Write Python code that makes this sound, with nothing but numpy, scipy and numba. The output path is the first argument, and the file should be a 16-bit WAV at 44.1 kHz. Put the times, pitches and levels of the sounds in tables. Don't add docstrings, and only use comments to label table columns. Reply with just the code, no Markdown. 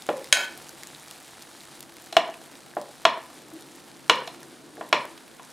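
import sys
import numpy as np
from scipy import signal
from scipy.fft import rfft, irfft
from scipy.io import wavfile
from scipy.ndimage import uniform_filter1d
from numba import njit

SR = 44100
rng = np.random.default_rng(int(sys.argv[2]) if len(sys.argv) > 2 else 0)


def gain_from_db(level_db):
    decades = np.asarray(level_db, float) / 20
    return 10 ** decades


def dump(signal):
    limited = np.clip(np.atleast_2d(signal).T, -1, 1)
    pcm = np.round(limited * 32767).astype(np.int16)
    wavfile.write(sys.argv[1], SR, pcm)


N = 243740
T = np.arange(N) / SR

# [t/s, thud level/dB, thud f/Hz of the loaded spoon bowl, ring level/dB,
# brightness/(dB per octave), favoured mode f/Hz]
IRON_BLOWS = [(0.0892, -11, 531, -24, -6, 1460), (2.1262, -29.5, 636, -40.5, 5, 4150),
              (2.167, -6, 673, -10, -1.5, 2930), (2.7681, -16.5, 604, -32, -13.5, 1750),
              (3.052, -10, 666, -6, -4, 3400), (4.0966, -11, 506, -6, -2, 2830),
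              (4.2752, -34.5, 695, -38.5, 3, 4150), (4.778, -30.5, 460, -55, -10, 1700),
              (4.8105, -26, 628, -32.5, -9.5, 1800), (4.9275, -11.5, 616, -10, -3, 2260),
              (5.3965, -49.5, 720, -41, -10, 3520)]
PITCHER_BLOWS = [(0.3258, -21, 576, -14.5, 5.46, 3120)]
# [f/Hz, level/dB, t60/s]
IRON_MODES = [(319.4, -7.5, 0.053), (367, -10.5, 0.061), (497, -20.5, 0.12), (617.4, -9.5, 0.07),
              (699, -6, 0.02), (839, -10.5, 0.082), (983, 3.5, 0.016), (1205, -4.5, 0.019),
              (1304, -7, 0.033), (1800, 1.5, 0.012), (2350, -1.5, 0.017), (2650, -7, 0.029),
              (2875, -4, 0.037), (3340, 1, 0.0083), (3650, 1.5, 0.011), (4128, 1, 0.011), (5304, 4, 0.004),
              (6170, -20.5, 0.0023), (6140, -10.5, 0.0032), (7550, -4, 0.0045), (10850, -7, 0.005),
              (13800, -33, .003)]
# [f/Hz, level/dB, t60/s]
PITCHER_MODES = [(1030, -3, 0.016), (1509, -7.5, 0.18), (1750, 5, 0.02), (2280, 4.5, 0.011),
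                 (2533, 2, 0.016), (3178, 1, 0.028), (3850, -4, 0.021), (4180, 0, 0.0073),
                 (5000, -1, 0.0061), (6290, -4.5, 0.0084), (6570, -8.5, 0.024), (6850, -4.5, 0.0071),
                 (8260, -3.5, 0.0034), (9760, -7, 0.0043), (11200, -12.5, 0.0037), (13200, -23, .003)]
# [t/s, treble spit level/dB, ring level/dB, ring f/Hz]
LOUD_POPS = [(0.0219, -32, -29, 3600), (0.0662, -28.5, -44, 1580), (0.169, -31, -39, 1980),
             (0.2438, -28, -32, 2050), (0.6923, -26, -41, 1470), (0.834, -27, -30, 2060),
             (0.8715, -28, -46, 1920), (0.9487, -41, -28.5, 3830), (1.1112, -26, -32, 3740),
             (1.4227, -31.5, -37, 3650), (1.6064, -36, -32, 3960), (1.8063, -22.5, -29, 3370),
             (1.828, -30, -47, 5500), (1.9678, -33, -40, 2100), (2.07, -53, -39, 1570),
             (2.3416, -37, -31, 2510), (2.5543, -41, -33, 3720), (2.7374, -52, -36, 1670),
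             (2.8143, -29, -49, 1570), (3.5578, -42, -50, 1650), (3.6233, -38, -35, 3580),
             (4.431, -34, -38.5, 1800), (4.77, -50, -35, 1700), (5.0535, -29, -33, 1530)]
# [f/Hz, level/dB]
SPIT_COLOUR = [(800, -47), (3000, -1.5), (7000, 1.5), (11000, -2), (15000, -8), (20000, -30)]
# [f/Hz, level/dB per Hz]
HISS_SPECTRUM = [(470, -4.5), (800, 7), (1080, -1), (1450, 0), (2670, -2.5), (3830, 1.5), (6140, -4),
                 (9370, -2), (12200, -10.5), (15600, -24)]
# [f/Hz, level/dB per Hz]
DRONE_SPECTRUM = [(15, -70), (25, -53), (113, -39), (136, -0.5), (174, -10), (275, -2.5), (306, -11),
                  (341, 2.5), (390, -20), (423, -7.5), (1350, -16.5), (1710, -16), (1860, -19), (9350, -45),
                  (15600, -44)]
# [f/Hz, side minus mid level/dB]
DRONE_WIDTH = [(60, 31), (110, -3.5), (200, -7), (380, -7), (700, -6), (1290, -8.5), (2380, -8.5),
               (4400, -4.5), (8120, 5), (15000, -8)]
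# [f/Hz, t60/s]
ROOM_DECAY = [(200, 0.27), (530, 0.36), (1400, 0.35), (3700, 0.29), (9700, 0.16)]
# [f/Hz, side minus mid level/dB]
ROOM_WIDTH = [(150, -24), (500, -29), (1500, -18), (5000, -13.5), (12000, -15)]
# [delay/ms, level/dB]
REFLECTIONS = [(1.3, -8), (2.7, -4.5), (4.2, -10.5), (19.5, -65)]

SLAP_MS, SLAP_DB, SLAP_TOP_HZ = 122.5, -18, 1190
THUD_BELOW_HZ, TILT_FROM_HZ = 850, 1350
SLIDE_FROM_S, SLIDE_TO_S = 0.335, 0.449
SLIDE_DB, SLIDE_FADE_DB_PER_S, SLIDE_TILT_DB_PER_OCTAVE = -31.5, -31, 0.5
FIZZ_DB, FIZZ_FADE_DB_PER_S = -51.5, -0.96
SPATTER_DB, SPATTER_FADE_S = -32, 2.1
GURGLE_DB, GURGLE_WANDER_DB = -61, 5
BUBBLE_S, BUBBLE_SWELL_S, BUBBLE_RELEASE_S = 3.49, 0.082, 0.0081
BUBBLE_HZ, BUBBLE_RISE_HZ_PER_S, BUBBLE_DB = 288, 510, -44
DRONE_DB = -53


def read(table, hz):
    f, v = np.transpose(table)
    return np.interp(np.log(np.maximum(hz, 1)), np.log(f), v)


def level(x, db):
    return x * gain_from_db(db) / np.sqrt(np.mean(x ** 2))


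def colour(x, table):
    hz = np.arange(len(x) // 2 + 1) * SR / len(x)
    return irfft(rfft(x) * gain_from_db(read(table, hz)), len(x))


def walk(rate):
    k = int(SR / rate)
    held = np.repeat(rng.standard_normal(N // k + 1), k)
    smooth = uniform_filter1d(uniform_filter1d(held, k), k)[:N]
    return smooth / smooth.std()


def add(out, s, x):
    i = int(s * SR)
    out[i:i + len(x)] += x[:len(out) - i]


def decay(t, t60):
    return np.exp(-np.log(1000) * t / t60)


def mode_rings(modes, t):
    hz, _, t60 = np.transpose(modes)
    return np.sin(2 * np.pi * np.outer(hz, t)) * decay(t, t60[:, None])


def blows(table, modes, rise_ms, swell_ms, thud_t60, crack_db, crack_ms, snap_db, favour_db, away_db=6):
    out, t = np.zeros(N), np.arange(SR // 4) / SR
    hz, db, _ = np.transpose(modes)
    rings = mode_rings(modes, t)
    sign = (-1.) ** np.arange(len(hz))
    lasts_ms = crack_ms * gain_from_db(0.18 * np.array(table)[:, 3:4])
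    grit = rng.standard_normal((len(table), len(t))) * np.exp(-t * 1000 / lasts_ms)
    grit[:, 24] += gain_from_db(snap_db)
    for (s, thud_db, thud_hz, ring_db, tilt_db, best_hz), noise in zip(table, grit):
        low_db = thud_db - away_db * np.abs(np.log2(hz / thud_hz))
        high_db = ring_db + tilt_db * np.log2(hz / TILT_FROM_HZ)
        share_db = db + np.where(hz < THUD_BELOW_HZ, low_db, high_db)
        favoured = np.arange(len(hz)) == np.abs(hz - best_hz).argmin()
        mode_db = share_db + favour_db * favoured
        ring = sign * gain_from_db(mode_db) @ rings
        crack = colour(noise, np.transpose([hz, crack_db + uniform_filter1d(mode_db, size=3)]))
        late_ms = swell_ms * gain_from_db(0.049 * (thud_db - ring_db - tilt_db))
        swell = 1 - np.exp(-t * 1000 / late_ms)
        damping = decay(t, thud_t60 * gain_from_db(0.19 * thud_db))
        thud = gain_from_db(thud_db) * swell * np.sin(2 * np.pi * thud_hz * t) * damping
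        onset = 1 - np.exp(-t * 1000 / rise_ms)
        add(out, s, thud + (ring + crack) * onset)
    return signal.sosfilt(signal.butter(3, 190, "high", fs=SR, output="sos"), out)


def slide():
    hz, db, _ = np.transpose(PITCHER_MODES)
    mode_db = db + SLIDE_TILT_DB_PER_OCTAVE * np.log2(hz / TILT_FROM_HZ)
    body = gain_from_db(mode_db) @ mode_rings(PITCHER_MODES, np.arange(SR // 4) / SR)
    grit = rng.standard_normal(N) * gain_from_db(-3.0 * np.log(1 - rng.random(N)))
    rub = signal.fftconvolve(grit, body)[:N]
    rub = signal.sosfilt(signal.butter(2, 500, "high", fs=SR, output="sos"), rub)
    touch = np.interp(T, [SLIDE_FROM_S - 0.005, SLIDE_FROM_S, SLIDE_TO_S, SLIDE_TO_S + 0.014], [0, 1, 1, 0])
    fade = gain_from_db(SLIDE_FADE_DB_PER_S * np.clip(T - SLIDE_FROM_S, 0, 1))
    return level(rub, SLIDE_DB) * touch * fade


def pops(s, spit_db, ring_db, hz, cycles, spit_ms, tilt_db=0):
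    t, rings, spits = np.arange(256) / SR, np.zeros(N + 256), np.zeros(N + 256)
    where = (s * SR).astype(int)[:, None] + np.arange(256)
    ring = np.sin(2 * np.pi * np.outer(hz, t)) * np.exp(-np.outer(hz, t) / cycles)
    spit = rng.standard_normal((len(s), 256)) * np.exp(-t * 1000 / spit_ms)
    np.add.at(rings, where, gain_from_db(ring_db)[:, None] * ring)
    np.add.at(spits, where, gain_from_db(spit_db)[:, None] * spit)
    tilted = [(f, db + tilt_db * np.log2(f / 8000)) for f, db in SPIT_COLOUR]
    return rings[:N] + colour(spits[:N], tilted)


def spatter():
    when, spit, ring, pitch = rng.random((90, 4)).T
    s = -SPATTER_FADE_S * np.log(1 - when * (1 - np.exp(-N / SR / SPATTER_FADE_S)))
    spit_db = SPATTER_DB - 14 * spit ** 0.5
    ring_db = SPATTER_DB - 3.5 - 16 * ring
    return pops(s, spit_db, ring_db, 1300 * 3.2 ** pitch, cycles=1.5, spit_ms=0.7, tilt_db=6)


def sizzle():
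    when, spit, ring, pitch = rng.random((1500, 4)).T
    spit, ring = np.maximum(spit, 0.025), np.maximum(ring, 0.025)
    spit_db, ring_db = -3.1 * np.log(spit) - 3, -2.8 * np.log(ring)
    crackle = pops(when * N / SR, spit_db, ring_db, 1200 * 6 ** pitch, cycles=0.47, spit_ms=0.17)
    hiss = colour(rng.standard_normal(N), HISS_SPECTRUM) * gain_from_db(1.4 * walk(22))
    fade = gain_from_db(FIZZ_DB + FIZZ_FADE_DB_PER_S * T)
    fizz = (level(crackle, -0.73) + level(hiss, 1.63)) * fade
    band = signal.butter(1, [290, 360], "band", fs=SR, output="sos")
    gurgle = level(signal.sosfilt(band, rng.standard_normal(N)), GURGLE_DB)
    return fizz + gurgle * gain_from_db(GURGLE_WANDER_DB * walk(3.02))


def bubble():
    t = T - BUBBLE_S
    swell = np.interp(t, [0, BUBBLE_SWELL_S, BUBBLE_SWELL_S + BUBBLE_RELEASE_S], [0, 1, 0])
    envelope = swell * gain_from_db(3.3 * walk(65))
    turns = (BUBBLE_HZ + BUBBLE_RISE_HZ_PER_S * t / 2) * t
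    return np.sqrt(2) * gain_from_db(BUBBLE_DB) * envelope * np.sin(2 * np.pi * turns)


def kitchen(dry, wet_db, build_ms):
    t = np.arange(SR // 2) / SR
    tail = np.zeros((2, len(t)))
    for hz in 125 * 2. ** np.arange(8):
        edges = [hz / np.sqrt(2), min(hz * np.sqrt(2), 0.45 * SR)]
        band = signal.butter(2, edges, "band", fs=SR, output="sos")
        tail += signal.sosfilt(band, rng.standard_normal(tail.shape)) * decay(t, read(ROOM_DECAY, hz))
    mid, side = tail * gain_from_db(wet_db) * (1 - np.exp(-t * 1000 / build_ms))
    mid[0] = 1
    side[1] = 0.044
    for ms, db in REFLECTIONS:
        mid[int(ms * SR / 1000)] += gain_from_db(db)
    far = np.arange(len(t)) == int(SLAP_MS * SR / 1000)
    mid += gain_from_db(SLAP_DB) * signal.sosfilt(signal.butter(2, SLAP_TOP_HZ, fs=SR, output="sos"), far)
    side = colour(side, ROOM_WIDTH)
    return np.array([signal.fftconvolve(dry, mid + sign * side)[:N] for sign in (1, -1)])


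def drone():
    mid, side = (colour(rng.standard_normal(N), DRONE_SPECTRUM) for _ in range(2))
    side = colour(side, DRONE_WIDTH)
    return level(np.array([mid + side, mid - side]), DRONE_DB) * gain_from_db(0.9 * walk(4))


def scene():
    knocks = blows(IRON_BLOWS, IRON_MODES, rise_ms=0.092, swell_ms=0.24, thud_t60=0.051,
                   crack_db=-6, crack_ms=11, snap_db=22, favour_db=4.5)
    clink = blows(PITCHER_BLOWS, PITCHER_MODES, rise_ms=0.078, swell_ms=0.91, thud_t60=0.11,
                  crack_db=-10, crack_ms=4.8, snap_db=-3, favour_db=2.0)
    struck = kitchen(knocks + clink + slide(), wet_db=-32.0, build_ms=0.33)
    loud_pops = pops(*np.transpose(LOUD_POPS), cycles=2.7, spit_ms=1.0)
    batter = loud_pops + spatter() + sizzle() + bubble()
    apart = gain_from_db(-28) * np.outer([1, -1], np.roll(batter, 9))
    return struck + batter + apart + drone()


@njit
def follow(x, attack, release):
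    out, e = np.empty(len(x)), 0.
    for i in range(len(x)):
        e += (x[i] - e) * (attack if x[i] > e else release)
        out[i] = e
    return out


def band_limit(x):
    return signal.sosfilt(signal.butter(12, 16810, fs=SR, output="sos"), x)


def record(dry, knee_db=-19, attack_ms=12.8, release_ms=172.0, squeeze=0.58):
    x = signal.sosfilt(signal.butter(8, 15600, fs=SR, output="sos"), dry)
    loudness = follow(np.abs(x).max(axis=0), 1000 / (attack_ms * SR), 1000 / (release_ms * SR))
    ducked = x * np.minimum(gain_from_db(knee_db) / (loudness + 1e-9), 1) ** squeeze
    rounded = np.tanh(ducked)
    rumble_cut = signal.butter(2, 48, "high", fs=SR, output="sos")
    return band_limit(signal.sosfilt(rumble_cut, rounded))


dry = scene()
out = record(dry)
dump(out)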